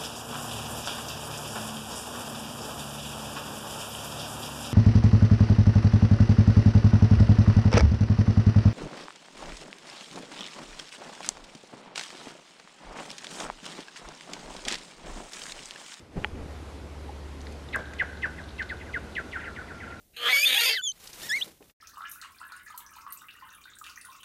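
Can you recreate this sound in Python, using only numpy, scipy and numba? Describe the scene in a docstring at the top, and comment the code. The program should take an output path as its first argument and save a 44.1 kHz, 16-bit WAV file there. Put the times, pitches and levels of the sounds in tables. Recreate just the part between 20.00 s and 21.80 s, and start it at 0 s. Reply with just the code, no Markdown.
"""A small rodent squealing

From its hiding place in a quiet room, a rodent gives one long hoarse squeal: uneven pulses from its
vocal folds ring in its throat, and clean whistles break through. A falling whistle follows, then a
rustle with claw ticks as it shifts about, and two short rising squeaks. Faint soft thumps sound
nearby over the room's hum, and the sound fades out at the end."""
import sys
import numpy as np
from scipy import signal
from scipy.fft import rfft, irfft
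from scipy.io import wavfile
from scipy.ndimage import uniform_filter1d
from numba import njit

SR = 44100
rng = np.random.default_rng(int(sys.argv[2]) if len(sys.argv) > 2 else 0)


def dump_mix(stems):
    """Bounce the given channels to the path in sys.argv[1] as a 16-bit WAV at rate SR."""
    frames = np.atleast_2d(stems).T  # one column per channel
    limited = np.clip(frames, -1, 1)  # hard clip at full scale
    pcm = np.round(limited * 32767).astype(np.int16)
    wavfile.write(sys.argv[1], SR, pcm)


N = 79380
T = np.arange(N) / SR


def squeal():
    """The vocal folds jump between pulse rates; their rough buzz rings in the changing throat."""
    # jumps of the folds: (start [s], pulse rate [Hz])
    jumps = [(0.16, 240.1), (.285, 257.9), (.328, 561.4), (0.361, 275.5), (.385, 588.6), (.45, 258.1),
             (.545, 812.6), (.578, 913), (0.608, 460.2), (0.654, 519.2), (0.691, 446.5)]
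    # the throat: (time [s], 3 resonances [Hz], their 3 levels [dB], treble level [dB], bass level [dB])
    throat = [(.166, 1480, 2600, 3970, -52.5, -43, -47.5, -53, -58.5),
              (0.205, 1270, 2950, 4410, -43, -40, -49, -54, -47),
              (0.278, 1370, 3380, 4640, -24, -26.5, -44, -45.5, -35),
              (0.319, 2070, 3580, 4470, -29, -31, -37.5, -41, -37),
              (0.347, 1460, 3230, 5020, -32.5, -31, -36, -34.5, -43.5),
              (0.432, 1720, 3200, 5100, -43.5, -35.5, -42, -31.5, -51),
              (.5, 1800, 3100, 3840, -30.5, -30, -29, -36, -44),
              (0.582, 2020, 2750, 3460, -28.5, -31, -24, -34, -38.5),
              (0.638, 2160, 3560, 4650, -27.5, -31.5, -31.5, -31, -41.5),
              (.7, 2140, 3440, 4660, -27, -28.5, -31, -34, -39),
              (0.746, 1581, 3350, 4276, -37, -39.5, -32, -49, -48.5),
              (.8, 1480, 3168, 4190, -75, -50, -58, -52.5, -72.5)]
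    # one value for each throat resonance: (width [Hz])
    widths = [780, 514, 490]
    # hissy treble bands: (centre [Hz], width [Hz])
    treble_bands = [(6600, 550), (9200, 550), (12200, 870)]
    noise_share, bass_hz, bass_width_hz = 0.27, 540, 707
    gate, (*centres, db1, db2, db3, treble_db, bass_db) = curves(throat, edge_s=0.0017)
    starts, rates = np.transpose(jumps)
    buzz = (1 - noise_share) * fold_pulses(starts, rates, gate > 0) + noise_share * rng.standard_normal(N)
    husky = buzz + rng.standard_normal(N)
    bass = ring(ring(buzz, bass_hz, bass_width_hz), bass_hz, bass_width_hz)
    voice = from_db(bass_db) * steady(bass)
    for sign, hz, width, db in zip([1, -1, 1], centres, widths, [db1, db2, db3]):
        voice += sign * from_db(db) * steady(band(buzz, hz, width))
    treble = sum(band(husky, hz, width) for hz, width in treble_bands)
    voice += from_db(treble_db + 1.5 * drift(70)) * steady(treble)
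    # a faint hiss swells before the voice catches
    lead_in = from_db(-13) * (T < starts[1]) * np.clip(1 + (T - starts[0]) / 0.032, 0, 1)
    return np.maximum(gate, lead_in) * voice


def fold_pulses(starts, rates, sounding):
    """Each flap of the vocal folds is a short noisy burst, uneven in timing and strength."""
    jitter, flap_s = 0.019, 0.0034
    stretch = np.clip(np.searchsorted(starts, T) - 1, 0, len(starts) - 1)  # which rate applies when
    rate = rates[stretch]
    cycles = np.cumsum(rate * (1 + jitter * drift(60))) / SR
    clicks = np.diff(np.floor(cycles), prepend=0) * np.sqrt(SR / rate)  # one click a cycle
    clicks *= from_db(2.1 * rng.standard_normal(N))
    # each stretch has its own burst shape
    bursts = rng.standard_normal((len(starts), 400)) * np.exp(-np.arange(400) / SR / flap_s)
    flaps = sum(signal.fftconvolve(clicks * (stretch == i), burst)[:N] for i, burst in enumerate(bursts))
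    return unit_level(flaps * sounding) * np.sqrt(np.mean(sounding))


def whistles():
    """Whistles and squeaks: nearly pure, wavering tones with harmonics (multiples of the pitch)."""
    # one list per whistle: (time [s], pitch [Hz], harmonic 1 level [dB], harmonic 2 level [dB])
    calls = [
        [(.292, 2011, -28, -45), (.322, 2022, -28, -39), (.33, 2255, -20.5, -38), (.365, 2219, -22, -34.5),
         (.395, 2300, -23.5, -32), (.409, 2335, -33, -32), (.435, 2502, -21, -34), (.449, 2488, -19, -53)],
        [(.451, 3280, -25, -54.5), (.465, 3577, -20.5, -56), (.484, 3626, -22, -51)],
        [(.658, 4796, -27.5, -60), (.715, 4833, -34.5, -60), (.756, 4250, -34.5, -70), (.788, 3044, -31.5, -85),
         (.813, 2986, -48, -85)],
        [(.735, 1987, -36, -72), (.762, 2043, -30.5, -57), (.788, 1517, -36.5, -63), (.813, 1499, -39.5, -58)],
        [(.819, 3400, -48, -55), (.84, 3565, -32.5, -35.5), (.858, 3424, -30.5, -32.5), (.89, 3101, -31, -31),
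         (.917, 3075, -43, -43.5), (.923, 4400, -48, -69)],
        [(1.233, 1790, -46.5, -46), (1.283, 1962, -52.5, -61), (1.297, 1676, -38, -37.5),
         (1.315, 1724, -28.5, -35.5), (1.345, 2102, -25.5, -45), (1.377, 2282, -31, -46.5),
         (1.387, 2013, -35, -46), (1.413, 1974, -56, -45)],
        [(1.411, 2770, -34.5, -68), (1.427, 3530, -24.5, -74), (1.437, 4110, -39.5, -68)],
    ]
    # upper harmonics: (pitch [Hz], harmonic 3 compared with 2 [dB], drop per further harmonic [dB])
    upper = [(1750, -2, 3), (2200, -9, 3), (3200, -19, 17.5)]
    pitches, thirds, drops = np.transpose(upper)
    dip_hz, dip_width_hz, dip_db = 11200, 1500, 12  # the upper harmonics are weak here
    waver = 1 + 0.004 * drift(80)
    flickers = [2.8 * drift(120) for _ in range(8)]
    out = 0
    for call in calls:
        gate, (hz, db1, db2) = curves(call, edge_s=0.0015)
        phase = 2 * np.pi * np.cumsum(hz * waver) / SR
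        db3 = db2 + np.interp(hz, pitches, thirds)
        drop_db = np.interp(hz, pitches, drops)
        for k, flicker in enumerate(flickers, start=1):
            if k < 3:
                db = db1 if k == 1 else db2
            else:
                dip = dip_db * np.exp(-((k * hz - dip_hz) / dip_width_hz) ** 2)
                db = db3 - drop_db * (k - 3) - dip
            gain = np.sqrt(2) * from_db(db + np.sqrt(k - 0.8) * flicker)  # higher ones flicker more
            out += gate * (k * hz < SR / 2) * gain * np.sin(k * phase)
    return out


def rustle():
    """The animal shifts about, making clumps of tiny uneven crackles."""
    # loudness of the rustle: (time [s], level [dB])
    loudness = [(.94, -63), (1.04, -51), (1.2, -47), (1.27, -40), (1.32, -49.5), (1.44, -46), (1.55, -64),
                (1.75, -67)]
    # its tone colour: (frequency [Hz], relative level [dB])
    colour = [(120, -10), (200, -9), (1210, -11.5), (4100, -11), (15500, -17)]
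    crackles_per_s = 5000
    gate, (db,) = curves(loudness, edge_s=0.032)
    sizes = from_db(1.6 * np.minimum(rng.exponential(1, N), 5)) * rng.choice([-1, 1], N)
    crackles = sizes * (rng.random(N) < crackles_per_s / SR)
    hiss = 0.47 * rng.standard_normal(N)
    return gate * from_db(db + 2.57 * drift(41)) * coloured(crackles + hiss, colour)


def claw_ticks():
    """Claws tap, each with a high tick that dies at once."""
    # the taps: (time [s], tone level [dB], pitch [Hz])
    taps = [(1.072, -43, 4300), (1.1295, -44, 4000), (1.216, -45, 2900), (1.358, -43, 3600),
            (1.624, -59, 1800), (1.696, -60, 1900)]
    return knocks(taps, ring_s=0.03)


def thumps():
    """Soft, low knocks nearby."""
    # the knocks: (time [s], tone level [dB], pitch [Hz])
    hits = [(1.25, -56, 158), (1.463, -55, 240), (1.604, -58.5, 294)]
    return knocks(hits, ring_s=0.22)


def room_hum():
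    """The room's faint, deep noise, wavering a little in level."""
    # its tone colour: (frequency [Hz], relative level [dB])
    colour = [(15, -23), (25, -6.5), (215, -12.5), (722, -22.5), (1020, -33), (15500, -25)]
    return from_db(-62.5 + 1.1 * drift(15)) * coloured(rng.standard_normal(N), colour)


def knocks(hits, ring_s, puff_db=8):
    """Each hit is a tone inside a louder puff of noise; both fall 60 dB in ring_s."""
    out = 0
    for start, db, hz in hits:
        age = np.maximum(T - start, 0)
        puff = from_db(puff_db) * unit_level(band(rng.standard_normal(N), hz, hz))
        tone = np.sin(2 * np.pi * hz * age)
        attack = np.minimum(age / 0.003, 1)
        out += attack * from_db(db - 60 * age / ring_s) * (tone + puff)
    return out


def from_db(db):
    """Turn decibels into a multiplier."""
    return 10 ** (np.asarray(db) / 20)


def unit_level(x):
    """Scale a signal to an average (rms) level of 1."""
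    return x / np.sqrt(np.mean(x ** 2) + 1e-20)


def steady(x):
    """Hold the level near 1, averaged over about 30 ms."""
    return x / np.sqrt(uniform_filter1d(x ** 2, size=1300) + 1e-12)


def curves(rows, edge_s):
    """A gate that is on from a table's first time to its last, and its columns as curves in time."""
    times, *columns = np.transpose(rows)
    gate = np.clip(np.minimum(T - times[0], times[-1] - T) / edge_s + 1, 0, 1)
    return gate, [np.interp(T, times, column) for column in columns]


def drift(rate_hz):
    """A smooth random wobble of size about 1, mostly slower than rate_hz."""
    r = np.exp(-2 * np.pi * rate_hz / SR)
    smooth = signal.lfilter([1], [1, -2 * r, r * r], rng.standard_normal(N + 8000))
    return unit_level(smooth[8000:])


def coloured(x, colour):
    """Give noise a tone colour and a level of 1, with nothing below 20 Hz."""
    hz = np.maximum(np.arange(N // 2 + 1) * SR / N, 1)
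    points_hz, points_db = np.transpose(colour)
    db = np.interp(np.log(hz), np.log(points_hz), points_db)
    return unit_level(irfft(rfft(x) * from_db(db) * (hz > 20), N))


def band(x, hz, width_hz):
    """Keep the sound near hz: two resonances in a row, the second twice as wide."""
    return ring(ring(x, hz, width_hz), hz, 2 * width_hz)


def ring(x, hz, width_hz):
    """A resonance: it passes sound at hz, which may move, and weakens the rest."""
    r = np.exp(-np.pi * width_hz / SR)
    tuning = 2 * r * np.cos(2 * np.pi * hz / SR) * np.ones(N)
    return (1 - r * r) / 2 * feed_back(x, tuning, r * r)


@njit
def feed_back(x, tuning, decay):
    """Feeding the last two outputs back in makes a signal ring."""
    y = np.zeros(len(x))
    for i in range(2, len(x)):
        y[i] = x[i] - x[i - 2] + tuning[i] * y[i - 1] - decay * y[i - 2]
    return y


def scene():
    """The animal, the room's hum and the thumps, mixed to one channel."""
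    animal = whistles() + squeal() + rustle() + claw_ticks()
    return (animal + room_hum() + thumps())[None]


def record(dry):
    """Fade quickly to silence at the end and cut the highest treble."""
    fade_start_s, fade_db_per_s, cutoff_hz = 1.712, 1498, 15800
    fade = from_db(-fade_db_per_s * np.maximum(T - fade_start_s, 0))
    return signal.sosfilt(signal.cheby2(18, 70, cutoff_hz, fs=SR, output="sos"), dry * fade)


dry = scene()
out = record(dry)
dump_mix(out)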